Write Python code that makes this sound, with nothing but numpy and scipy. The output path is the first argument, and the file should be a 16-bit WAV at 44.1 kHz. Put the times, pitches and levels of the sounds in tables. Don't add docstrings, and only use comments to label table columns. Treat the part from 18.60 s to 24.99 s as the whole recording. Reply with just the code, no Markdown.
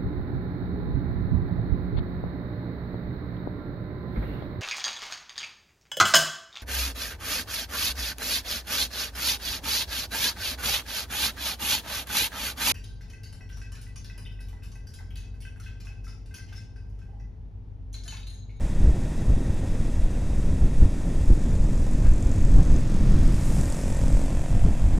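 import sys
import numpy as np
from scipy import signal
from scipy.fft import rfft, irfft, next_fast_len
from scipy.io import wavfile
from scipy.ndimage import uniform_filter1d, map_coordinates

SR = 44100
rng = np.random.default_rng(int(sys.argv[2]) if len(sys.argv) > 2 else 0)


def unload_audio(sound):
    columns = np.transpose(np.atleast_2d(sound))
    steps = np.round(np.clip(columns, -1, 1) * 32767)
    wavfile.write(sys.argv[1], SR, steps.astype(np.int16))


N = 281799

# time in seconds, then base levels of rumble, eddies and tearing in dB.
AIRFLOW_LEVELS = [(0, -25.5, -35.5, -43.5), (0.5, -29, -33, -41.5), (1.0, -25.5, -33, -42.5),
                  (1.6, -25.5, -36.5, -45.5), (1.9, -22.5, -30.5, -42.5), (2.45, -24.5, -30.5, -42.5),
                  (3.0, -23.5, -29, -43), (3.65, -20, -30.5, -44), (4.04, -21.5, -25.5, -50),
                  (4.3, -23.5, -29, -50), (4.5, -14.5, -24, -45), (4.8, -22.5, -27, -53),
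                  (5.12, -24.5, -30, -58), (5.3, -24, -30, -50), (5.9, -21.5, -32, -48),
                  (6.39, -21, -31.5, -42.5)]
# centre and half-length in seconds, then thump, eddies and tearing in dB.
GUST_HITS = [(0.055, 0.02, -24, -39, -45), (0.227, 0.017, -13, -37, -41),
             (0.273, 0.037, -12.5, -25.5, -34.5), (0.368, 0.018, -21.5, -34, -36),
             (0.71, 0.024, -13.5, -25, -43), (0.784, 0.016, -25, -44, -39), (0.898, 0.01, -17.5, -30, -54),
             (1.04, 0.02, -28, -34, -36), (1.212, 0.0079, -31, -24, -60), (1.422, 0.037, -21, -48, -44),
             (1.75, 0.036, -24.5, -42, -57), (1.928, 0.036, -19, -33, -55),
             (2.043, 0.023, -14, -27.5, -39.5), (2.231, 0.024, -10, -24, -37),
             (2.61, 0.029, -21.5, -45, -55), (2.707, 0.017, -8.5, -31, -33), (2.898, 0.02, -16.5, -34, -46),
             (3.044, 0.026, -19.5, -30, -43), (3.22, 0.014, -26, -35, -55), (3.393, 0.02, -25, -35, -59),
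             (3.452, 0.014, -17, -20.5, -52), (3.493, 0.022, -13.5, -33, -56),
             (3.663, 0.013, -10, -43, -40), (3.782, 0.011, -20, -34, -57), (3.866, 0.026, -19.5, -35, -52),
             (3.941, 0.019, -8.5, -22, -43), (3.993, 0.016, -12.5, -21, -30), (4.121, 0.025, -12, -34, -54),
             (4.159, 0.015, -26, -22.5, -40), (4.567, 0.024, -27, -37, -38), (4.624, 0.013, -15, -34, -49),
             (4.693, 0.017, -17.5, -24, -52), (4.995, 0.02, -16.5, -26, -54),
             (5.444, 0.012, -14.5, -26, -48), (5.545, 0.0095, -11, -42, -55),
             (5.73, 0.018, -19.5, -30.5, -47), (5.96, 0.017, -17, -27, -42), (6.051, 0.016, -12, -31, -53),
             (6.079, 0.023, -19, -25, -34), (6.262, 0.015, -14, -30.5, -43),
             (6.377, 0.026, -22, -41, -35.5)]
# centre and half-length in seconds, drop of the rumble in dB.
WIND_LULLS = [(0.13, 0.037, 0.5), (0.97, 0.012, 6), (1.996, .014, 14), (2.305, 0.018, 4), (2.53, 0.018, 3),
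              (2.425, 0.024, 6), (2.665, 0.018, 8), (2.826, .025, 4), (3.298, 0.016, 6), (3.6, 0.03, 7),
              (3.73, 0.017, 6.5), (4.21, 0.014, 4), (4.388, 0.02, 4), (5.16, 0.05, 10.5),
              (5.667, 0.033, 4.5), (5.862, 0.025, 12.5), (6.166, 0.024, 7)]
# frequency in Hz, relative level in dB.
SWAY_EQ = [(3, -17), (9, -4.5), (15, 2.5), (20, -7.5), (30, -20.5), (100, -69.5), (1000, -120)]
RUMBLE_EQ = [(8, -28.5), (17, -3), (23, 0), (33, -1.5), (48, -6.5), (70, -8.5), (100, -13), (150, -27),
             (260, -35.5), (500, -84), (3000, -120)]
THUMP_EQ = [(10, -17), (22, -1), (35, 1.5), (55, -3), (75, -8), (100, -20), (150, -27.5), (260, -39.5),
            (500, -78), (3000, -120)]
EDDY_EQ = [(50, -28.5), (100, 2.5), (150, 1), (210, -3), (290, -11), (390, -19), (600, -27.5), (900, -36.5),
           (1300, -37.5), (2500, -51.5), (6000, -54.5), (14000, -110)]
TEAR_EQ = [(120, -16.5), (250, 8), (340, 6.5), (500, -3.5), (800, -11.5), (1600, -28), (3000, -64),
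           (12000, -106)]

# time in seconds, firings per second.
FIRING_RATE = [(0.0, 43.92), (1.2, 44.17), (2.2, 44.22), (4.0, 44.69), (5.0, 44.8), (6.39, 44.68)]
# time in seconds, then drone, putter (before its trim) and valve ticks in dB.
ENGINE_LEVELS = [(0, -41, -49, -74), (1, -44, -46, -75), (2, -42, -47, -68), (3.65, -37.5, -45.5, -59),
                 (4.4, -38, -44.5, -59.5), (5.1, -37, -38, -53.5), (5.6, -38.5, -35.8, -54.5),
                 (5.8, -39.5, -37, -58), (6, -40.5, -40, -61), (6.39, -44.5, -44, -63)]
# multiple of the firing rate, relative level in dB.
DRONE_HARMONICS = [(3, 3), (4, -7.5), (5, 2), (6, 1.5), (7, 0), (8, -9)]
# frequency in Hz, relative level in dB.
MELLOW_EQ = [(150, -50.5), (350, -3), (400, -7.5), (445, 1), (490, 2.5), (540, 4.5), (585, 3.5),
             (630, -1.5), (680, -2.5), (730, -13.5), (810, -34), (900, -14), (1200, -36), (3000, -34),
             (12000, -103)]
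BARK_EQ = [(150, -22), (380, -38.5), (490, 2), (580, 3.5), (630, 2.5), (680, 5.5), (730, 2), (810, -11.5),
           (900, -12), (1200, -13), (1700, -24), (3000, -22), (12000, -105)]
# time in seconds, share of bark from 0 to 1.
BARK_BLEND = [(0, 0.1), (4.2, 0.05), (4.9, 0.45), (5.5, 0.29), (6, 0.76), (6.39, 0.7)]
# frequency in Hz, relative level in dB.
TICK_EQ = [(2500, -30), (4500, -6), (5000, -6), (5700, -6), (6400, -6.5), (7600, -3.5), (8500, -6.5),
           (11000, -11.5), (15000, -34)]
# time in seconds, level in dB, ring pitch in Hz.
VALVE_RASP = [(0, -78, 6400), (2.3, -80, 6550), (2.9, -60, 7070), (3.6, -65, 7180), (3.85, -61, 6450),
              (4.35, -59, 6400), (4.7, -65, 6540), (5.1, -63, 7770), (5.6, -62, 7300), (6.39, -66, 7200)]
# start in seconds, peak in dB before the trim, ring pitch in Hz.
VALVE_CLACKS = [(3.1757, -42, 6190), (3.3329, -41, 7670), (3.4905, -39, 7220), (3.5349, -41, 7240),
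                (3.58, -39, 6800), (3.6247, -34, 7000), (3.6695, -41, 7200), (3.7145, -37, 6840),
                (3.849, -39, 6700), (4.0278, -37, 6550), (4.0505, -39, 6700), (4.162, -36, 6600),
                (4.6758, -37, 7880), (5.0108, -32, 7580), (5.0555, -33, 7100), (5.1004, -31, 7610),
                (5.1223, -31, 8100), (5.2556, -36, 7110), (5.3243, -32, 7600), (5.368, -35, 7200)]

# time alongside in seconds, speed relative to the rider in m/s,
# side gap in metres, then base levels of tyre roar, belt sizzle and casing rattle in dB.
SCOOTER_PASSES = [(4.65, -1.97, 1.23, -50.5, -61, -47), (4.95, 5.5, 2.26, -56.5, -47.5, -45)]
# frequency in Hz, relative level in dB.
ROAR_EQ = [(400, -20), (1100, 3), (1600, -2), (3000, -7), (4200, -7.5), (5200, -4.5), (7000, -14),
           (14000, -46)]
SIZZLE_EQ = [(2500, -46), (4200, -25), (5100, -4), (6300, 0.5), (7800, 3.5), (10000, -4), (12000, -10),
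             (15000, -20)]
BEAM_EQ = [(4000, -30), (7000, -8), (9000, 3), (11000, -2), (13000, -7), (15000, -12)]
RATTLE_EQ = [(4000, -33), (5900, -19), (6400, -5), (6850, -18), (7300, -3), (7900, -5), (10000, -28)]

# time in seconds, then whirr and hiss in dB before their trims.
ROAD_LEVELS = [(0, -49.5, -52.5), (1.7, -50.5, -53), (3.2, -50.5, -52), (4.3, -48.5, -53.5),
               (5.1, -46.5, -51), (6.39, -48, -54)]
# frequency in Hz, relative level in dB.
WHIRR_EQ = [(300, -19.5), (600, 6.5), (950, 4.5), (1200, -2.5), (1650, -1), (1950, -2), (2150, -3),
            (2680, -2.5), (2850, -9.5), (3080, -9), (3350, -6.5), (3800, -9.5), (4100, -11), (6000, -21),
            (12000, -55)]
HISS_EQ = [(2000, -16), (3500, -16), (4450, -5.5), (5000, 1.5), (5600, 0.5), (5950, 1.5), (6150, 3.5),
           (6700, 2), (7400, 3), (8500, 1.5), (10000, -3.5), (12000, -12), (15000, -19.5)]
# time in seconds, level in dB, pitch in Hz.
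GEAR_WHINE = [(0, -59, 1850), (1, -63, 1835), (1.5, -72, 1822), (3, -67, 1815), (4.05, -64, 1810),
              (4.6, -62, 1820), (5.1, -60, 1850), (5.45, -61, 1840), (5.75, -65, 1820), (6.39, -64, 1812)]
# frequency in Hz, width in Hz, relative level in dB.
CASING_MODES = [(1877, 270, 6), (2700, 140, -1), (3365, 70, 3.5), (3730, 350, 1)]
# time in seconds, level in dB.
CASING_FADER = [(0, -59.5), (1.2, -60.5), (2.2, -61), (4, -65), (6.39, -72)]
# frequency in Hz, relative level in dB.
SCUFF_EQ = [(700, -20), (1200, -1), (1600, 1), (2000, -5), (3000, -16), (8000, -50)]


def wind():
    rumble_db, eddy_db, tear_db = curves(AIRFLOW_LEVELS)
    thump_power, eddy_power, tear_power = [gust_power(db) for db in np.transpose(GUST_HITS)[2:]]
    lull_db = sum(drop * bell(s, half) for s, half, drop in WIND_LULLS)
    rumble_gain = amp(rumble_db + 0.89 * wobble(13) - lull_db)
    thumps = np.sqrt(thump_power) * steadied(noise(THUMP_EQ), seconds=0.037)
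    swing_db = 1.8 * wobble(14) - 0.48 * lull_db
    eddy_gain = np.sqrt(amp(eddy_db + swing_db) ** 2 + eddy_power)
    tear_gain = np.sqrt(amp(tear_db + swing_db) ** 2 + tear_power)
    sway_gain = amp(-1) * uniform_filter1d(np.sqrt(rumble_gain ** 2 + thump_power), size=SR // 8)
    sway = sway_gain * steadied(noise(SWAY_EQ), seconds=0.31)
    lumps = steadied(noise(RUMBLE_EQ), seconds=0.087)
    shedding = unit(1 + 0.45 * np.abs(lumps)) * amp(1.7 * wobble(60))
    eddies = eddy_gain * steadied(noise(EDDY_EQ) * shedding, seconds=0.14)
    tearing = tear_gain * steadied(noise(TEAR_EQ) * shedding, seconds=0.069)
    return sway + thumps + rumble_gain * lumps + eddies + tearing


def gust_power(levels_db):
    return sum(amp(db) ** 2 * bell(s, half) for (s, half, *_), db in zip(GUST_HITS, levels_db))


def engine():
    firing_hz, = curves(FIRING_RATE)
    drone_db, putter_db, tick_db = curves(ENGINE_LEVELS)
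    cycles = np.cumsum(firing_hz) / SR
    return exhaust(cycles, drone_db, putter_db) + valves(cycles, tick_db)


def exhaust(cycles, drone_db, putter_db, putter_trim_db=-2.5):
    drone = unit(sum(amp(db + 2.55 * wobble(2.99)) * np.sin(2 * np.pi * (k * cycles + rng.random()))
                     for k, db in DRONE_HARMONICS))
    puffs = strokes(cycles, at=0.34, scatter_db=1.1, jitter_s=0.00005)
    bark, = curves(BARK_BLEND)
    putter = unit((1 - bark) * colour(puffs, MELLOW_EQ) + bark * colour(puffs, BARK_EQ))
    return amp(drone_db) * drone + amp(putter_db + putter_trim_db) * putter


def valves(cycles, tick_db, click_t60_s=0.0051, ring_t60_s=0.032, rasp_t60_s=0.05):
    age = np.arange(SR // 50) / SR
    tick_decay = amp(-60 * age / click_t60_s) + amp(-8 - 60 * age / ring_t60_s)
    seatings = strokes(cycles, at=0.37, scatter_db=2.2, jitter_s=0.00018)
    tick_envelope = signal.fftconvolve(seatings, tick_decay)[:N]
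    ticks = colour(tick_envelope * rng.standard_normal(N), TICK_EQ)
    rasp_db, rasp_hz = curves(VALVE_RASP)
    rasp_envelope = signal.fftconvolve(seatings, amp(-60 * age / rasp_t60_s))[:N]
    rasp = unit(rasp_envelope * narrow_noise(rasp_hz, width_hz=400))
    return amp(tick_db) * ticks + amp(rasp_db) * rasp


def clacks(width_hz=1100, rise_s=0.0012, trim_db=0.5):
    age, sound = np.arange(SR // 50) / SR, np.zeros(N)
    lowpass = signal.butter(N=2, Wn=width_hz / 2, fs=SR, output="sos")
    grit = signal.sosfilt(lowpass, rng.standard_normal((2, N)))
    for s, db, hz in VALVE_CLACKS:
        span = slice(int(s * SR), int(s * SR) + len(age))
        phase = 2 * np.pi * hz * age
        ring = grit[0, span] * np.cos(phase) + grit[1, span] * np.sin(phase)
        burst = age * np.exp(-age / rise_s) * ring
        sound[span] += amp(db + trim_db) * burst / np.abs(burst).max()
    return sound


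def scooters(roar_falloff=1.7, shield_db=25, beam_trim_db=-6, beam_narrowness=7.4):
    t, sound = np.arange(N) / SR, np.zeros(N)
    for s, speed, gap, roar_db, sizzle_db, rattle_db in SCOOTER_PASSES:
        ahead = speed * (t - s)
        distance = np.hypot(gap, ahead)
        near = gap / distance
        rear, front = np.maximum(ahead / distance, 0), np.maximum(-ahead / distance, 0)
        roar = amp(roar_db) * near ** roar_falloff * noise(ROAR_EQ)
        shadow_db = shield_db * front ** 2
        sizzle = amp(sizzle_db - shadow_db + 0.87 * wobble(30)) * near * noise(SIZZLE_EQ)
        rattle = amp(rattle_db + 1.8 * wobble(180)) * (near * rear) ** 2 * noise(RATTLE_EQ)
        side_beam = amp(sizzle_db + beam_trim_db) * near ** beam_narrowness * noise(BEAM_EQ)
        sound += roar + sizzle + side_beam + rattle
    return sound


def road(whirr_trim_db=0.6, hiss_trim_db=-1.5):
    whirr_db, hiss_db = curves(ROAD_LEVELS)
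    whirr = amp(whirr_db + whirr_trim_db + 0.59 * wobble(40)) * noise(WHIRR_EQ)
    hiss = amp(hiss_db + hiss_trim_db + 0.75 * wobble(70)) * noise(HISS_EQ)
    return whirr + hiss


def gears():
    whine_db, whine_hz = curves(GEAR_WHINE)
    casing_db, = curves(CASING_FADER)
    f = np.fft.rfftfreq(N, 1 / SR)
    response = sum(amp(db) * (f * width / (hz ** 2 - f ** 2 + 1j * f * width)) ** 2
                   for hz, width, db in CASING_MODES)
    casing = unit(irfft(rfft(rng.standard_normal(N)) * response, N))
    return amp(whine_db) * narrow_noise(whine_hz, width_hz=60) + amp(casing_db) * casing


def scuff(centre_s=3.465, sigma_s=0.019, level_db=-47.5):
    return amp(level_db) * bell(centre_s, np.sqrt(2) * sigma_s) * noise(SCUFF_EQ)


def amp(db):
    return 10 ** (np.asarray(db) / 20)


def unit(x):
    return x / np.sqrt(np.mean(x ** 2) + 1e-20)


def curves(rows):
    times, *columns = np.transpose(rows)
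    return [np.interp(np.arange(N) / SR, times, column) for column in columns]


def bell(centre_s, half_s):
    return np.exp(-((np.arange(N) / SR - centre_s) / half_s) ** 2)


def wobble(rate):
    knots = rng.standard_normal(int(N * rate / SR) + 4)
    return map_coordinates(knots, [np.arange(N) * rate / SR])


def colour(x, eq):
    size = 2 * next_fast_len(N // 2 + SR // 2)
    hz, db = np.transpose(eq)
    gain_db = np.interp(np.log(np.fft.rfftfreq(size, 1 / SR) + 1), np.log(hz + 1), db)
    cepstrum = irfft(np.log(amp(gain_db)))[:size // 2]
    cepstrum[1:] *= 2
    response = np.exp(rfft(cepstrum, size))
    return unit(irfft(rfft(x, size) * response)[:N])


def noise(eq):
    return colour(rng.standard_normal(N), eq)


def narrow_noise(centre_hz, width_hz):
    f = np.fft.fftfreq(N, 1 / SR)
    white = rng.standard_normal(N) + 1j * rng.standard_normal(N)
    slow = np.fft.ifft(np.fft.fft(white) / np.sqrt(1 + (2 * f / width_hz) ** 4))
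    carrier = np.exp(2j * np.pi * np.cumsum(centre_hz) / SR)
    return unit((slow * carrier).real)


def steadied(x, seconds):
    window = signal.windows.hann(int(seconds * SR))
    power = signal.fftconvolve(x ** 2, window / window.sum(), "same")
    return x / np.sqrt(np.abs(power) + 1e-6)


def strokes(cycles, at, scatter_db, jitter_s):
    starts = np.flatnonzero(np.diff(np.floor(cycles - at)))
    size, late = rng.standard_normal((len(starts), 2)).T
    where = np.clip(starts + late * jitter_s * SR, 0, N - 1).astype(int)
    return np.bincount(where, amp(scatter_db * np.clip(size, -2, 1)), N)


def scene():
    sound = wind() + engine() + clacks() + gears() + road() + scooters() + scuff()
    return np.array([sound, sound])


def record(dry):
    fade_s, top_hz = 0.008, 15250
    size = next_fast_len(N + SR // 2)
    t = np.arange(N) / SR
    ramp = np.clip(np.minimum(t, t[-1] - t) / fade_s, 0, 1)
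    fade = np.sin(np.pi / 2 * ramp) ** 2
    passband = np.fft.rfftfreq(size, 1 / SR) < top_hz
    return irfft(rfft(dry * fade, size) * passband, size)[:, :N]


dry = scene()
out = record(dry)
unload_audio(out)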